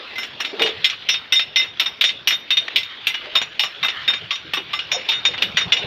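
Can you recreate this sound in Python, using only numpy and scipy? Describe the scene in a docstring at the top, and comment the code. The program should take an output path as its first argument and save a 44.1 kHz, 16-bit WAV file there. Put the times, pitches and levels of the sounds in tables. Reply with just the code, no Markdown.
"""Uneven steel clacks with short ringing tails, over a grinding scrape and rumble, knocks, ticks and low puffs of air.
A hand-turned well wheel in an open yard: a steel pawl is dragged up each ratchet tooth, drops and bounces.
Every contact is a noise burst plus damped modes of the iron wheel and of the pawl, which landing damps.
Gears are patchy noise, knocks are damped sines and band noise, air is low noise, the yard a decaying noise echo."""
import sys
import numpy as np
from scipy import signal
from scipy.fft import rfft, irfft, next_fast_len
from scipy.io import wavfile
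from scipy.ndimage import uniform_filter1d, minimum_filter1d, map_coordinates

SR = 44100
rng = np.random.default_rng(int(sys.argv[2]) if len(sys.argv) > 2 else 0)


def to_wav(s):
    """Save 16-bit WAV."""
    ch = np.atleast_2d(s).T  # columns
    pcm = np.round(np.clip(ch, -1, 1) * 32767)  # PCM
    wavfile.write(sys.argv[1], SR, pcm.astype(np.int16))


N = 258426

# pawl contacts: (time [s], clack level [dB], boost under 2 kHz [dB], ring level [dB],
# place struck along the pawl [0-1], hardness [dB per octave], jingle level [dB], free flight [s])
CONTACTS = [(0.156, -30, -9.0, -23.5, 0.08, -12, -56, 0.029),
            (0.181, -26, 10.5, -15.9, 0.58, -1.9, -40.5, 0.064),
            (0.231, -25, 3.5, -24, 0.55, 7, -50.2, 0.016), (0.402, -20.5, 4, -15.5, 0.1, 5, -39.5, 0.021),
            (0.447, -18.5, -1.5, -26, 0.5, -3, -52, 0.072), (0.595, -17.5, 4.5, -20, 0.69, -5, -54, 0.025),
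            (0.619, -11, -5, -20.5, 0.44, 4, -35.5, 0.045), (0.66, -14.5, -0.5, -22.4, 0.72, 1, -55, 0.039),
            (0.843, -8, -11.5, -6, 0.99, -4.5, -34, 0.028),
            (0.898, -19.5, -8.5, -17.5, 0.08, 3, -53.5, 0.0094),
            (1.088, -9.5, -7, -9, 0.14, 8, -34.5, 0.051), (1.14, -16, -4, -16, 0.89, -9.5, -54, 0.03),
            (1.323, -13, -1, -5.5, 0.15, -1.5, -32.5, 0.076),
            (1.357, -19, -8, -10, 0.27, -4.5, -45.5, 0.057),
            (1.394, -14.5, -4, -11.5, 0.95, -9, -47, 0.031), (1.559, -11, -5.5, -3.5, 0.13, -1.8, -35, 0.1),
            (1.595, -21, 1, -6.6, 0.63, -3, -47, 0.015), (1.615, -22, -5, -16.5, 0.2, -3, -63, 0.029),
            (1.642, -30, 10.5, -30, 0.21, -5, -61.5, 0.075),
            (1.797, -11.2, -7.5, -9.5, 0.18, 1.5, -32.5, 0.0065),
            (1.813, -22, 5.5, -18.1, 0.94, 3, -54, 0.014), (1.859, -22, 4, -15, 0.88, 2.5, -57, 0.012),
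            (2.01, -8.5, -8.5, -13, 0.37, -13, -36.5, 0.0047), (2.039, -10, -3, -11, 0.46, 1.5, -38, 0.07),
            (2.089, -17, -7, -18, 0.71, -4.5, -54.5, 0.013), (2.273, -8.5, -6, -9, 0.1, 7, -30.5, 0.033),
            (2.306, -16.5, 0.5, -11, 0.6, 1, -45.5, 0.019), (2.325, -19, 0.5, -13, 0.43, -2, -53.5, 0.026),
            (2.505, -12, -5, -11, 0.46, -6.5, -37.5, 0.02), (2.525, -28, -3, -14, 0.39, -5.9, -48.5, 0.016),
            (2.57, -14, -7.0, -9, 0.4, 0, -42.5, 0.013), (2.759, -8.5, -14.5, -16.5, 0.66, 0.1, -31, 0.033),
            (2.783, -20.2, -10, -19.5, 0.58, -5, -48.5, 0.032),
            (2.831, -25.5, -12, -16, 0.35, -3, -58, 0.0027),
            (3.069, -12.5, -3.5, -15, 0.03, 2.1, -26.5, 0.026),
            (3.101, -25.5, 1, -16, 0.08, -8, -52, 0.0063), (3.142, -22.5, 2, -21.3, 0.08, -4, -63, 0.013),
            (3.353, -10.5, -3, -11.5, 0.26, -1, -40, 0.035),
            (3.415, -21.2, 5.5, -17, 0.04, 7, -49.5, 0.023),
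            (3.594, -10.5, -10.5, -11.5, 0.62, 6, -33, 0.11),
            (3.634, -18.5, -0.5, -20.5, 0.47, 8, -42, 0.03),
            (3.829, -16.5, 1.5, -11, 0.42, -8.5, -45.5, 0.027),
            (3.846, -23, 10.5, -14.5, 0.71, -3.9, -42, 0.022),
            (3.883, -18.5, 3.5, -19.5, 0.46, -1.5, -55.5, 0.025),
            (4.078, -18.2, 6.5, -10, 0.28, -8, -42, 0.032), (4.098, -23, 7.5, -12, 0.3, -2, -51, 0.013),
            (4.135, -20.5, 2.5, -23.5, 0.72, 3, -56.2, 0.045),
            (4.307, -15, -9, -18, 0.48, -1.5, -50, 0.049),
            (4.355, -24.2, -10, -22.5, 0.43, 8.1, -56.2, 0.0053),
            (4.535, -16.5, -0.5, -23, 0.16, 6, -35.5, 0.043), (4.572, -26, 7, -21, 0.4, 5, -60, 0.0082),
            (4.732, -19, -4, -15.5, 1, -5.5, -45, 0.045), (4.789, -19.5, -7.5, -33, 0.16, 5, -64, 0.062),
            (4.916, -16, 1, -12, 0.48, 9, -47.2, 0.046), (5.088, -12, -18.5, -15.5, 0.34, 2, -42, 0.03),
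            (5.117, -21, 3, -20.5, 0.93, 3, -60, 0.017), (5.133, -23, 0, -21, 0.76, -4, -59, 0.064),
            (5.251, -12.5, -0.5, -11, 0.72, 8, -57, 0.029), (5.337, -30.5, 13.5, -22, 0.0, -7, -67, 0.015),
            (5.378, -24, -3.5, -38, 0.44, -5, -66, 0.059), (5.421, -11.5, -3, -13.8, 0.36, 2, -35.5, 0.011),
            (5.57, -9.5, -1.5, -8, 0.05, 2, -40, 0.026), (5.61, -23, 6.5, -18, 0.83, 1, -61, 0.021),
            (5.721, -9, -4, -10, 0.08, 4, -45, 0.023), (5.766, -19.5, -3, -19.2, 0.44, 1.5, -64, 0.03)]


def amp(db):
    """Gain of a level in dB."""
    return 10 ** (np.asarray(db) / 20)


def unit(x):
    """Scaled to rms 1."""
    return x / np.sqrt(np.mean(x ** 2) + 1e-20)


def along(points, hz):
    """Interpolates (frequency [Hz], value) points on a log frequency axis."""
    point_hz, value = np.transpose(points)
    return np.interp(np.log(hz + 1), np.log(point_hz + 1), value)


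def wobble(knots_per_s):
    """A smooth random curve as long as the scene."""
    knots = rng.standard_normal(int(N * knots_per_s / SR) + 4)
    return map_coordinates(knots, [np.arange(N) * knots_per_s / SR])


def filtered(x, response):
    """x times a zero-phase response of frequency."""
    m = next_fast_len(len(x) + 2048)
    hz = np.fft.rfftfreq(m, 1 / SR)
    return irfft(rfft(x, m) * response(hz), m)[:len(x)]


def noise(spectrum, size=N):
    """Coloured noise of rms 1."""
    white = rng.standard_normal(size)
    return unit(filtered(white, lambda hz: amp(along(spectrum, hz))))


def around(hz, width_hz, size):
    """Noise of rms 1 in a band about hz."""
    band = [(hz / (1 + 8 * width_hz / hz), -120), (hz - width_hz / 2, -6), (hz, 0),
            (hz + width_hz, -10), (hz + 12 * width_hz, -120)]
    return noise(band, size=size)


def patchy(x, depth_db):
    """x at rms 1 with random swells, each a few hundred Hz wide and about a tenth of a second long."""
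    z = signal.stft(x, nperseg=512)[2]
    field = uniform_filter1d(rng.standard_normal(z.shape), size=5, axis=0)
    field = uniform_filter1d(field, size=14, axis=1)
    swelling = signal.istft(z * amp(depth_db * unit(field)), nperseg=512)[1]
    return unit(swelling[:len(x)])


def onset(t, rise_s):
    """Exponential rise from 0 towards 1."""
    return 1 - np.exp(-t / rise_s)


def add(out, s, x):
    """Mixes x into out from time s."""
    part = out[round(s * SR):][:len(x)]
    part += x[:len(part)]


def ringing(modes, t, scatter_db, flicker_db, detune=0):
    """Damped sines of random strength, phase and detuning, each dipping on its own, 70 knots a second."""
    hz, db, t60_s = np.transpose(modes)[:, :, None]
    strength, shift = rng.standard_normal(hz.shape), rng.standard_normal(hz.shape)
    phase_turns = rng.random(hz.shape)
    knots = rng.standard_normal((len(hz), 25))
    waver = np.array([np.interp(t * 70, np.arange(25), row) for row in knots])
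    level = amp(db + scatter_db * strength - flicker_db * np.abs(waver) - 60 * t / t60_s)
    sines = np.sin(2 * np.pi * (hz * (1 + detune * shift) * t + phase_turns))
    return np.sum(level * sines, axis=0)


def pawl():
    """The place struck sets each bending mode, hardness tilts them; landing and the next contact damp them."""
    # bending modes: (frequency [Hz], relative level at an antinode [dB], t60 [s],
    # half-waves along the struck length, shift [half-waves])
    bending_modes = [(2065, -13, 0.48, 1.82, 0.87), (3669, 0, .57, 2.108, .32),
                     (5335, -16, 0.84, 2.74, 0.42), (5783, -19, 0.52, 2.795, 0.67),
                     (6752, -27, 0.58, 3.93, -0.023)]
    # shortest waves: (frequency [Hz], relative level [dB], t60 [s])
    jingle_modes = [(13226, 0, .14), (8301, -11, .2), (12115, -10, .18), (14174, -8, .14), (8834, -14, .16),
                    (9814, -15, .16), (7924, -18, .12), (10406, -17, .14), (11230, -19, .12),
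                    (6330, -12, .1)]
    # hiss of a steel contact: (frequency [Hz], relative density [dB per Hz])
    splash_spectrum = [(6000, -120), (7500, -12.5), (10500, -17.5), (13300, 11), (15500, -16)]
    node_db = -27  # what is left of a mode struck on its node
    pivot_hz = 3672  # hardness tilts the ring about this frequency
    out, t = np.zeros(N), np.arange(SR // 3) / SR
    next_s = [row[0] for row in CONTACTS[1:]] + [N / SR]
    hz, mode_db, t60_s, waves, shift = np.transpose(bending_modes)
    for (s, _, _, ring_db, place, hard_db, jingle_db, flight_s), cut_s in zip(CONTACTS, next_s):
        landed_s = np.maximum(t - flight_s, 0)
        rattle_db = 3 + 7 * np.clip(landed_s / 0.0091, 0, 1)  # resting on a tooth, it rattles

        shape_db = 10 * np.log10(np.cos(np.pi * (waves * place + shift)) ** 2 + amp(node_db) ** 2)
        tilt_db = hard_db * np.log2(hz / pivot_hz)
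        struck = np.transpose([hz, ring_db + mode_db + shape_db + tilt_db, t60_s])
        bending = ringing(struck, t, scatter_db=0, flicker_db=rattle_db)
        damped = amp(-12.5) + amp(-60 * landed_s / 0.083)
        stopped = amp(-19) + amp(-60 * np.maximum(t - (cut_s - s), 0) / 0.0071)

        jingle = ringing(jingle_modes, t, scatter_db=4.0, flicker_db=rattle_db + 3, detune=.0006)
        splash = amp(jingle_db - 3.5 - 60 * t / 0.052) * noise(splash_spectrum, size=len(t))
        # landing does not damp the shortest waves, it only makes them flicker more
        ring = bending * damped * stopped + amp(jingle_db) * jingle + splash
        fade_out = np.clip((t[-1] - t) / .05, 0, 1)
        add(out, s, ring * onset(t, 0.00089) * fade_out)
    return out


def wheel():
    """Each contact is a lumpy noise burst that rings the iron wheel, its modes slightly shifted each time."""
    # short modes: (frequency [Hz], relative level [dB], t60 [s])
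    wheel_modes = [(2415, -4, .1), (2670, -4, .16), (2892, -2, .2), (3463, -5, .12), (1330, -14, .06),
                   (1500, -14, .06), (1690, -12, .06), (1900, -8, .06), (3060, -8, .06), (3260, -6, .06),
                   (3990, -10, .05), (4620, -16, .05)]
    # clack: (frequency [Hz], relative density [dB per Hz])
    clack_spectrum = [(100, -120), (200, -18.5), (990, -13), (2380, 0.5), (3610, 0), (4330, -9),
                      (5900, -22), (7350, -36.5), (10500, -53.5), (13400, -46.5), (14600, -48.5),
                      (15600, -61.5)]
    out, t = np.zeros(N), np.arange(SR // 6) / SR
    for s, clack_db, low_db, *_ in CONTACTS:
        curve = map_coordinates(rng.standard_normal(200), [t * 450])  # 450 knots a second
        lumps = unit(amp(2.12 * curve))
        fading = amp(-4.5 - 60 * t / 0.0047) + amp(-3.5 - 60 * t / 0.072) + amp(-8.5 - 60 * t / 0.2)
        burst = noise(clack_spectrum, size=len(t)) * lumps * fading
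        ring = amp(-2.5) * ringing(wheel_modes, t, scatter_db=4.5, flicker_db=7.5, detune=0.0041)
        blow = (burst + ring) * onset(t, 0.00086)
        boosted = filtered(blow, lambda hz: amp(low_db / (1 + (hz / 2100) ** 8)))
        add(out, s, amp(clack_db) * boosted)
    return out


def knocks():
    """Knocks, soft to loud, some on pawl contacts: one mode, dying sooner the higher it is, in a puff of noise."""
    # (time [s], level [dB], pitch [Hz])
    knock_list = [(0.53, -27.5, 404), (0.608, -14.5, 448.6), (0.645, -17.5, 434.5), (3.264, -31.5, 604),
                  (3.355, -20, 1067), (3.596, -25.5, 851), (3.635, -21.5, 1170), (3.834, -21, 1128),
                  (4.311, -23, 1160), (4.536, -25, 1164), (4.569, -23, 1144), (4.735, -20, 1182),
                  (4.924, -29.5, 605), (4.945, -23, 715), (4.965, -25, 520), (5.088, -25, 900),
                  (5.289, -29, 484), (5.572, -9.5, 1934), (5.722, -18, 2000), (5.73, -33, 474)]
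    out, t = np.zeros(N), np.arange(SR // 3) / SR
    for s, db, hz in knock_list:
        t60_s = 110 / (hz + 300)
        body = np.sin(2 * np.pi * hz * t) * amp(-60 * t / t60_s)
        puff = 0.42 * around(hz, 0.91 * hz, size=len(t)) * amp(-60 * t / 0.14)
        add(out, s, amp(db) * (body + puff) * onset(t, 0.001))
    return out


def thuds():
    """Lower, duller blows with no clear pitch: decaying band noise."""
    # (time [s], level [dB])
    thud_list = [(0.606, -42), (4.445, -33), (4.57, -28.5)]
    out, t = np.zeros(N), np.arange(SR // 3) / SR
    for s, db in thud_list:
        add(out, s, amp(db - 60 * t / 0.16) * around(352, 170, size=len(t)) * onset(t, 0.0065))
    return out


def ticks():
    """Dry ticks, one of them double: very short bursts of wide-band noise."""
    # (time [s], level [dB])
    tick_list = [(0.765, -24), (2.681, -7.5), (2.684, -7), (3.258, -18), (3.902, -12)]
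    out, t = np.zeros(N), np.arange(SR // 3) / SR
    for s, db in tick_list:
        add(out, s, amp(db - 60 * t / 0.0084) * around(2000, 2430, size=len(t)) * onset(t, 0.0011))
    return out


def creaks():
    """Creaks and groans of the beam: band noise that swells, wavers and dies."""
    # (time [s], length [s], level [dB], pitch [Hz], width [Hz])
    creak_list = [(.53, 0.21, -35, 425, 200), (0.581, 0.12, -34.5, 790, 504), (3.91, .12, -33.5, 1820, 330),
                  (5.43, 0.098, -40, 182, 29.6)]
    out, t = np.zeros(N), np.arange(SR // 3) / SR
    for s, length_s, db, hz, width_hz in creak_list:
        arch = np.sin(np.pi * np.minimum(t / length_s, 1))
        swell = np.sqrt(np.clip(arch, 0, 1))
        waver = amp(db + 2.5 * wobble(60)[:len(t)])
        add(out, s, waver * swell * around(hz, width_hz, size=len(t)))
    return out


def gears():
    """The pawl scrapes up the teeth while the axle rumbles: two patchy noises with wavering levels."""
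    # (time [s], scrape level [dB], rumble level [dB])
    grind_levels = [(0.0, -33.5, -49), (0.45, -38.5, -46.5), (0.6, -35, -36.5), (0.82, -33.5, -49),
                    (1.43, -40.5, -52.5), (2.58, -39, -52), (2.68, -37, -46), (3.15, -37, -58),
                    (3.26, -35, -46), (3.59, -40, -51), (3.97, -33, -53), (4.42, -39, -51),
                    (5.04, -34.5, -45.5), (5.22, -32.5, -45), (5.63, -35, -41), (5.86, -31, -39)]
    # both: (frequency [Hz], relative density [dB per Hz])
    scrape_spectrum, rumble_spectrum = [(530, -15), (900, -10), (1060, -7.5), (1570, -2), (1750, -3),
                                        (3460, 3), (5430, -20), (8750, -51), (13800, -39), (15500, -62)], [(100, -54), (200, -6.5), (420, -1.5), (700, -4.5),
                                                        (1100, -10.5), (2000, -54.5)]
    grit_db, surge_db = 1.2, 1.2  # fast and slow wavering of the scrape
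    s, scrape_db, rumble_db = np.transpose(grind_levels)
    t = np.arange(N) / SR
    waver = amp(grit_db * wobble(150) + surge_db * wobble(30))
    gritty = unit(waver * patchy(noise(scrape_spectrum), depth_db=2.9))
    scrape = amp(np.interp(t, s, scrape_db)) * gritty
    rumble_level = amp(np.interp(t, s, rumble_db) + 2.4 * wobble(22))
    return scrape + rumble_level * patchy(noise(rumble_spectrum), depth_db=3)


def air():
    """Walking stirs lumpy low wind at the microphone port, with a few stronger puffs."""
    # (frequency [Hz], relative density [dB per Hz])
    air_spectrum = [(20, -39.5), (45, -15), (85, 2.5), (180, -0.5), (260, -31), (500, -120)]
    # (time [s], level [dB])
    breeze_levels = [(0, -53), (.54, -59), (.63, -39), (.74, -56), (1.3, -55), (2.2, -58), (2.65, -54),
                     (3.2, -60.5), (4.4, -52.5), (5.1, -52), (5.3, -41), (5.45, -48.5), (5.7, -43),
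                     (5.86, -47)]
    # (start [s], level at the crest [dB], length [s])
    puff_list = [(3.809, -43.5, 0.043), (5.542, -30, 0.017), (5.647, -28.5, 0.046), (5.835, -29, 0.021)]
    s, air_db = np.transpose(breeze_levels)
    lumpy = unit(amp(5.2 * wobble(12)) * noise(air_spectrum))
    out = amp(np.interp(np.arange(N) / SR, s, air_db)) * lumpy
    for start_s, db, length_s in puff_list:
        size = round(length_s * SR)
        add(out, start_s, amp(db) * np.hanning(size) * noise(air_spectrum, size=size))
    return out


def yard(x):
    """Low walls answer: a noise tail in which each frequency dies at its own speed."""
    # (frequency [Hz], t60 [s])
    yard_decay = [(300, 0.5), (2000, 0.16), (6000, 0.065), (14000, 0.31)]
    hz, t, z = signal.stft(rng.standard_normal(SR // 2), SR, nperseg=256)
    t60_s = along(yard_decay, hz)[:, None]
    tail = signal.istft(z * amp(-60 * t / t60_s), SR, nperseg=256)[1]
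    delayed = np.pad(x, (600, 0))  # samples
    return signal.fftconvolve(delayed, tail / np.linalg.norm(tail))[:N]


def scene():
    """Ratchet, knocks and creaks with their echo, then gears and air."""
    machine = pawl() + wheel() + knocks() + thuds() + ticks() + creaks()
    return (machine + amp(-16.0) * yard(machine) + gears() + air())[None]


def record(dry):
    """The phone limits the tallest peaks, loses the deepest bass and keeps nothing above its band limit."""
    ceiling, top_hz, window = .93, 15600, 129  # full scale = 1, Hz, samples
    needed = np.minimum(1, ceiling / (np.abs(dry[0]) + 1e-9))
    gain = uniform_filter1d(minimum_filter1d(needed, size=window), size=window)

    def response(hz):
        low_cut = 1 / (1 + (28 / (hz + 1)) ** 2)
        high_cut = 1 / (1 + (hz / 14700) ** 16)
        return (hz < top_hz) * low_cut * high_cut

    return filtered(dry[0] * gain, response)[None]


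dry = scene()
out = record(dry)
to_wav(out)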